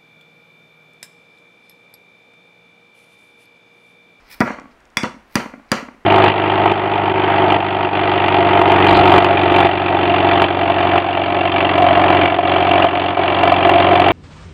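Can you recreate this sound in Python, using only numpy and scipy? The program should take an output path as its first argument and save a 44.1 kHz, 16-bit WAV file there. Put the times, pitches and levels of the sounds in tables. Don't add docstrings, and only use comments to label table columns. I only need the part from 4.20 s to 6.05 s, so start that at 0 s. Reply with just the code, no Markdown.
import sys
import numpy as np
from scipy import signal
from scipy.fft import rfft, irfft
from scipy.io import wavfile

SR = 44100
rng = np.random.default_rng(int(sys.argv[2]) if len(sys.argv) > 2 else 0)


def boost(x):
    u = np.asarray(x, float) / 20
    return 10 ** u


def store_pcm(level_fs):
    pcm = np.round(np.clip(level_fs, -1, 1) * 32767).astype(np.int16)
    wavfile.write(sys.argv[1], SR, np.atleast_2d(pcm).T)


N = 81585

BLOW_SPREAD_DB, BOUNCE_SPREAD_DB = 1.5, 3
VISE_T60_S, TOOL_T60_S = .035, .009


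def rms_one(x):
    return x / np.sqrt(np.mean(x ** 2) + 1e-20)


def at_hz(points, hz):
    table_hz, value = np.transpose(points)
    return np.interp(np.log(hz + 1), np.log(table_hz), value)


def low_pass(x, hz):
    return signal.sosfilt(signal.butter(4, min(hz, .45 * SR), fs=SR, output="sos"), x)


def high_pass(x, hz, order=2):
    return signal.sosfilt(signal.butter(order, hz, "high", fs=SR, output="sos"), x)


def band_pass(x, low_hz, high_hz):
    return signal.sosfilt(signal.butter(2, [low_hz, high_hz], "band", fs=SR, output="sos"), x)


def coloured(spectrum):
    hz = np.arange(N // 2 + 1) * SR / N
    return rms_one(irfft(rfft(rng.standard_normal(N)) * boost(at_hz(spectrum, hz)), N))


def clicks(start_s, level_db):
    out = np.full(N, 1e-18)
    out[(np.asarray(start_s) * SR).astype(int)] += boost(level_db)
    return out


def ring(x, hz, t60_s):
    r = boost(-60 / (max(t60_s, .002) * SR))
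    w = 2 * np.pi * hz / SR
    return signal.lfilter([0, np.sin(w)], [1, -2 * r * np.cos(w), r * r], x)


def capped(modes, longest_s):
    return [(hz, db, min(t60_s, longest_s)) for hz, db, t60_s in modes]


def strike(start_s, level_db, modes, spread_db):
    vary_db = rng.normal(0, 1, (len(start_s), len(modes))) * spread_db
    out = 0
    for k, (hz, mode_db, t60_s) in enumerate(modes):
        out = out + ring(clicks(start_s, level_db + mode_db + vary_db[:, k]), hz, t60_s)
    return out


def body(x, modes):
    out = 0
    for k, (hz, db, t60_s) in enumerate(capped(modes, VISE_T60_S)):
        out = out + ring(x + 1e-18, hz, t60_s) * boost(db) * (-1) ** k
    return out


def contacts(modes):
    contacts_per_s = 1500
    train = rng.choice([-1, 1], N) * (rng.random(N) < contacts_per_s / SR)
    return train / np.sqrt(np.mean(body(train, modes) ** 2))


def swell(start_s, rise_s, t60_s, level_db):
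    age_s = np.maximum(np.arange(N) / SR - start_s, 0)
    return boost(level_db - 60 * age_s / t60_s) * np.sin(np.pi / 2 * np.minimum(age_s / rise_s, 1)) ** 2


# hz, level_db
HUM_SPECTRUM = [(25, -2.5), (50, 2.5), (85, -10.5), (250, -6.5), (1030, -7.5), (2300, -13), (3600, -24),
                (16500, -44)]


def hum():
    return boost(-52) * coloured(HUM_SPECTRUM)


# start_s, peak_db
TICK_EVENTS = [(.3185, -35), (.3985, -33), (.432, -52), (.4505, -54), (.6045, -45), (.6545, -41),
               (.7025, -44), (.009, -50)]
# hz, level_db, t60_s
TICK_MODES = [(2700, -9, .006), (3700, -11, .005), (4700, -12, .004), (5600, -7, .006), (6800, -8, .005),
              (7700, -12, .004)]


def ticks():
    start_s, peak_db = np.transpose(TICK_EVENTS)
    return low_pass(strike(start_s, peak_db, capped(TICK_MODES, TOOL_T60_S / 1.4), BLOW_SPREAD_DB), 8200)


# peak_s, rise_s, fall_s, level_db, brightness_db
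SHOT_SLIDES = [
    (0.128, 0.024, 0.018, -42.5, 3.5),
    (1.151, 0.048, .004, -55, 0.5),
    (1.508, 0.033, .004, -60, -18),
    (.52, 0.0078, 0.0067, -54.5, -38),
    (.212, 0.0057, 0.0036, -38.5, 2),
    (.11, 0.083, .05, -53.5, -15),
]
# hz, level_db
SHOT_SPECTRUM = [(410, -47), (700, -13), (2190, -3.5), (2400, 0.5), (2800, -9.5), (5260, -5.5),
                 (6920, -18.5), (9480, -14.5), (16000, -11.5)]


def shot():
    cavity_hz, cavity_width_hz, cavity_db = 2430, 250, -11
    grain_db, grain_hz = 3, 120
    t, out = np.arange(N) / SR, 0
    hiss = coloured(SHOT_SPECTRUM)
    hiss = hiss + boost(cavity_db) * rms_one(ring(hiss, cavity_hz, 2.2 / cavity_width_hz))
    hiss = hiss * boost(grain_db * rms_one(low_pass(rng.standard_normal(N), grain_hz)))
    dull = low_pass(hiss, 6600)
    for peak_s, rise_s, fall_s, level_db, bright_db in SHOT_SLIDES:
        width_s = np.where(t < peak_s, rise_s, fall_s)
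        swing = boost(level_db) * np.exp(-.5 * ((t - peak_s) / width_s) ** 2)
        out = out + swing * dull + swing ** 2 / boost(level_db - bright_db) * (hiss - dull)
    return out


# full_contact_s, thump_db (bench), face_db (crack), steel_db (sleeve clank)
HAMMER_BLOWS = [
    (.2050, -3, -16, -15),
    (0.7705, -21, -12.5, 1),
    (0.8332, -9, -26, -21),
    (1.1554, -6.5, -0.5, -13),
    (1.5172, -8.5, -1.5, -14),
]
# hz, level_db, t60_s
BENCH_MODES = [(139.8, -18.5, 0.14), (215.3, -13, 0.078), (245.8, 2, 0.046), (328.8, -7.5, 0.055),
               (566.6, -11, .06)]
# hz, level_db, t60_s
FACE_MODES = [(1126, -0.5, 0.015), (1760, 3.5, 0.0078), (2500, 2, 0.0048), (4795, -0.5, .016),
              (5910, -3.5, 0.0094), (6800, -6, 0.0045), (8700, -1, 0.0027), (10620, -26, 0.0033),
              (10740, -15.5, .01), (13800, -16, .008), (15800, -24, .01)]
# hz, level_db, t60_s
STEEL_MODES = [(1133, -6, 0.032), (2174, 6.5, 0.0092), (2370, -0.5, 0.011), (3431, -4, 0.022),
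               (4870, -7, 0.02), (5610, 0.5, 0.011), (6270, -9.5, 0.0057), (7440, -9.5, 0.0033),
               (580, -30, 0.0209), (8000, -17.5, .015), (9600, -31.5, 0.029), (10640, -12, 0.018),
               (13800, -12, .012)]


def first_touch(x):
    lead_s, touch_db = .0006, -17
    return x + boost(touch_db) * np.roll(x, -int(lead_s * SR))


def bench_thump(start_s, thump_db):
    lag_s, contact_hz, low_hz = 0.00028, 720, 107
    thump = strike(start_s + lag_s, thump_db, BENCH_MODES, BLOW_SPREAD_DB)
    return high_pass(low_pass(thump, contact_hz), low_hz)


def floor_rumble(start_s, thump_db):
    hz, t60_s, level_db = 69, .4, -29.5
    once = ring(clicks(start_s, thump_db + level_db), hz, t60_s)
    return ring(once, hz, t60_s) * 7 / (t60_s * SR)


def face_crack(start_s, face_db):
    crack = strike(start_s, face_db - 4.5, capped(FACE_MODES, .013), BLOW_SPREAD_DB)
    return high_pass(first_touch(crack), 300)


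def sleeve_clank(start_s, steel_db):
    longest_s, contact_hz = .016, 9600
    modes = []
    for k, (hz, db, t60_s) in enumerate(STEEL_MODES):
        modes.append((hz, db, min(t60_s, longest_s * (2.5 if k == 3 else 1))))
    clank = low_pass(strike(start_s, steel_db - 6.5, modes, BLOW_SPREAD_DB), contact_hz)
    return high_pass(first_touch(clank), 300)


def blows():
    start_s, thump_db, face_db, steel_db = np.transpose(HAMMER_BLOWS)
    thump = bench_thump(start_s, thump_db)
    rumble = floor_rumble(start_s, thump_db)
    return face_crack(start_s, face_db), sleeve_clank(start_s, steel_db) - thump + rumble


# start_s, rise_s, t60_s, level_db, top_hz
CHATTER_SWELLS = [
    (0.2065, 0.0019, 0.078, -8.5, 2200),
    (0.243, .03, 0.31, -22.5, 2400),
    (0.768, 0.00094, 0.056, -21, 3000),
    (.832, 0.007, 0.1, -14.5, 1800),
    (1.1525, 0.0027, 0.11, -16.5, 2200),
    (1.191, 0.0069, 0.31, -30, 3000),
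    (1.518, 0.0037, 0.094, -13.5, 2200),
    (1.552, 0.019, 0.29, -27, 3000),
]
# hz, level_db, t60_s
VISE_MODES = [(398.6, -10, 0.034), (519, -0.5, 0.022), (609.3, 0, 0.02), (709, -3.5, 0.028),
              (964.4, 0.5, 0.017), (1035, -3, 0.21), (1125, 0, 0.017), (1408, 1.5, 0.013),
              (1596.5, -7, 0.026), (1664, -6.5, 0.054), (1921, -0.5, 0.017), (2098, 0, 0.013),
              (2353, -3, 0.013), (2552, -11, 0.09)]


def chatter():
    train, drive = contacts(VISE_MODES), 0
    for start_s, rise_s, t60_s, level_db, top_hz in CHATTER_SWELLS:
        drive = drive + low_pass(train * swell(start_s, rise_s, t60_s, level_db + 3.5), top_hz)
    return body(drive, VISE_MODES)


# start_s, rise_s, t60_s, level_db
RATTLE_SWELLS = [
    (0.2065, 0.0069, 0.019, -26.5),
    (0.211, 0.12, 0.34, -28),
    (0.83, 0.0014, 0.18, -29),
    (1.155, 0.0031, 0.31, -29.5),
    (1.516, 0.0033, 0.27, -25),
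    (1.334, 0.0023, 0.041, -69),
    (1.681, .002, 0.053, -77),
]
# hz, level_db, t60_s
TOOL_MODES = [(2716, 3, 0.01), (3110, 1, 0.0075), (3700, -7.5, 0.0067), (4380, -2, 0.0081),
              (5300, -13, 0.0079), (5720, -3.5, .006), (6570, -9, 0.009), (7280, -9, 0.0047),
              (9300, -16, 0.0026), (11100, -33, 0.0044)]
# peak_s, spread_s, level_db
JINGLE_SWELLS = [
    (.262, .01, -68),
    (.297, .006, -65),
]


def rattle():
    jingle_hz, jingle_t60_s = 10850, .022
    tools = capped(TOOL_MODES, TOOL_T60_S)
    shaking = sum(swell(*row) for row in RATTLE_SWELLS)
    buzz = high_pass(body(contacts(tools) * shaking, tools), 2200)
    t = np.arange(N) / SR
    song = rms_one(ring(rng.standard_normal(N), jingle_hz, jingle_t60_s))
    rocking = sum(boost(db) * np.exp(-.5 * ((t - peak_s) / spread_s) ** 2) for peak_s, spread_s, db in JINGLE_SWELLS)
    return buzz + song * rocking


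# start_s, peak_db, hardness_db
TOOL_BOUNCES = [(0.273, -31.5, 18.5), (0.302, -13.5, -1), (0.383, -23.5, 0.5), (0.413, -26, -7),
                (0.439, -27.5, -21), (0.453, -33, 0), (0.469, -37, -29), (0.489, -40, -23),
                (0.941, -28, -14), (0.964, -29, -30), (0.987, -49, -7), (1.24, -44, -36),
                (1.257, -18, -4.5), (1.335, -22.5, -2), (1.354, -36.5, -1.5), (1.376, -27, -26),
                (1.394, -33, -4.5), (1.429, -43, -12), (1.572, -24, -20), (1.625, -18, -41),
                (1.683, -23.5, -3.5), (1.713, -69, -15), (1.743, -34, -9), (1.78, -44, -24)]


def bounces():
    knock_hz, knock_t60_s, knock_db = 252.4, 0.051, -3
    start_s, peak_db, hard_db = np.transpose(TOOL_BOUNCES)
    knock = band_pass(ring(clicks(start_s, peak_db + knock_db), knock_hz, knock_t60_s), 170, 420)
    modes = [(hz, db, VISE_T60_S / 2) for hz, db, _ in VISE_MODES]
    clatter = strike(start_s, peak_db + hard_db - 10.5, modes, BOUNCE_SPREAD_DB)
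    smear = rng.standard_normal(350) * np.hanning(350) / 12
    return knock + band_pass(signal.fftconvolve(clatter, smear)[:N], 400, 2300)


# hz, t60_s
ROOM_DECAY = [(100, 0.18), (300, 0.31), (1000, 0.35), (3000, 0.31), (7000, 0.32), (15000, 0.34)]


def room(x):
    level_db, start_s = -9.5, 0.0014
    t, tail = np.arange(SR // 2) / SR, 0
    edges_hz = 60 * 2 ** np.arange(0, 8.3, .5)
    white = rng.standard_normal((2, len(t)))
    for k, (low_hz, high_hz) in enumerate(zip(edges_hz, edges_hz[1:])):
        t60_s = at_hz(ROOM_DECAY, np.sqrt(low_hz * high_hz))
        tail = tail + band_pass(white[k % 2], low_hz, high_hz) * boost(-60 * t / t60_s)
    tail = tail * np.clip(t / start_s - 1, 0, 1)
    return boost(level_db) * signal.fftconvolve(x, tail / np.sqrt(np.sum(tail ** 2)))[:N]


def scene():
    face_wall_db, mic_low_hz = -9, 50
    face, rest = blows()
    rest = rest + chatter() + rattle() + bounces() + shot()
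    near = face + ticks() + rest + room(rest + boost(face_wall_db) * face)
    return (high_pass(near, mic_low_hz, order=4) + hum())[None]


def top_cut(x):
    return signal.sosfilt(signal.butter(12, 16820, fs=SR, output="sos"), x)


def record(dry):
    clip_top, mic_top_hz = .67, 15750
    mix = dry / (1 + np.abs(dry / clip_top) ** 8) ** (1 / 8)
    mix = signal.sosfilt(signal.ellip(6, 1, 30, mic_top_hz, fs=SR, output="sos"), mix)
    return top_cut(mix)


dry = scene()
out = record(dry)
store_pcm(out)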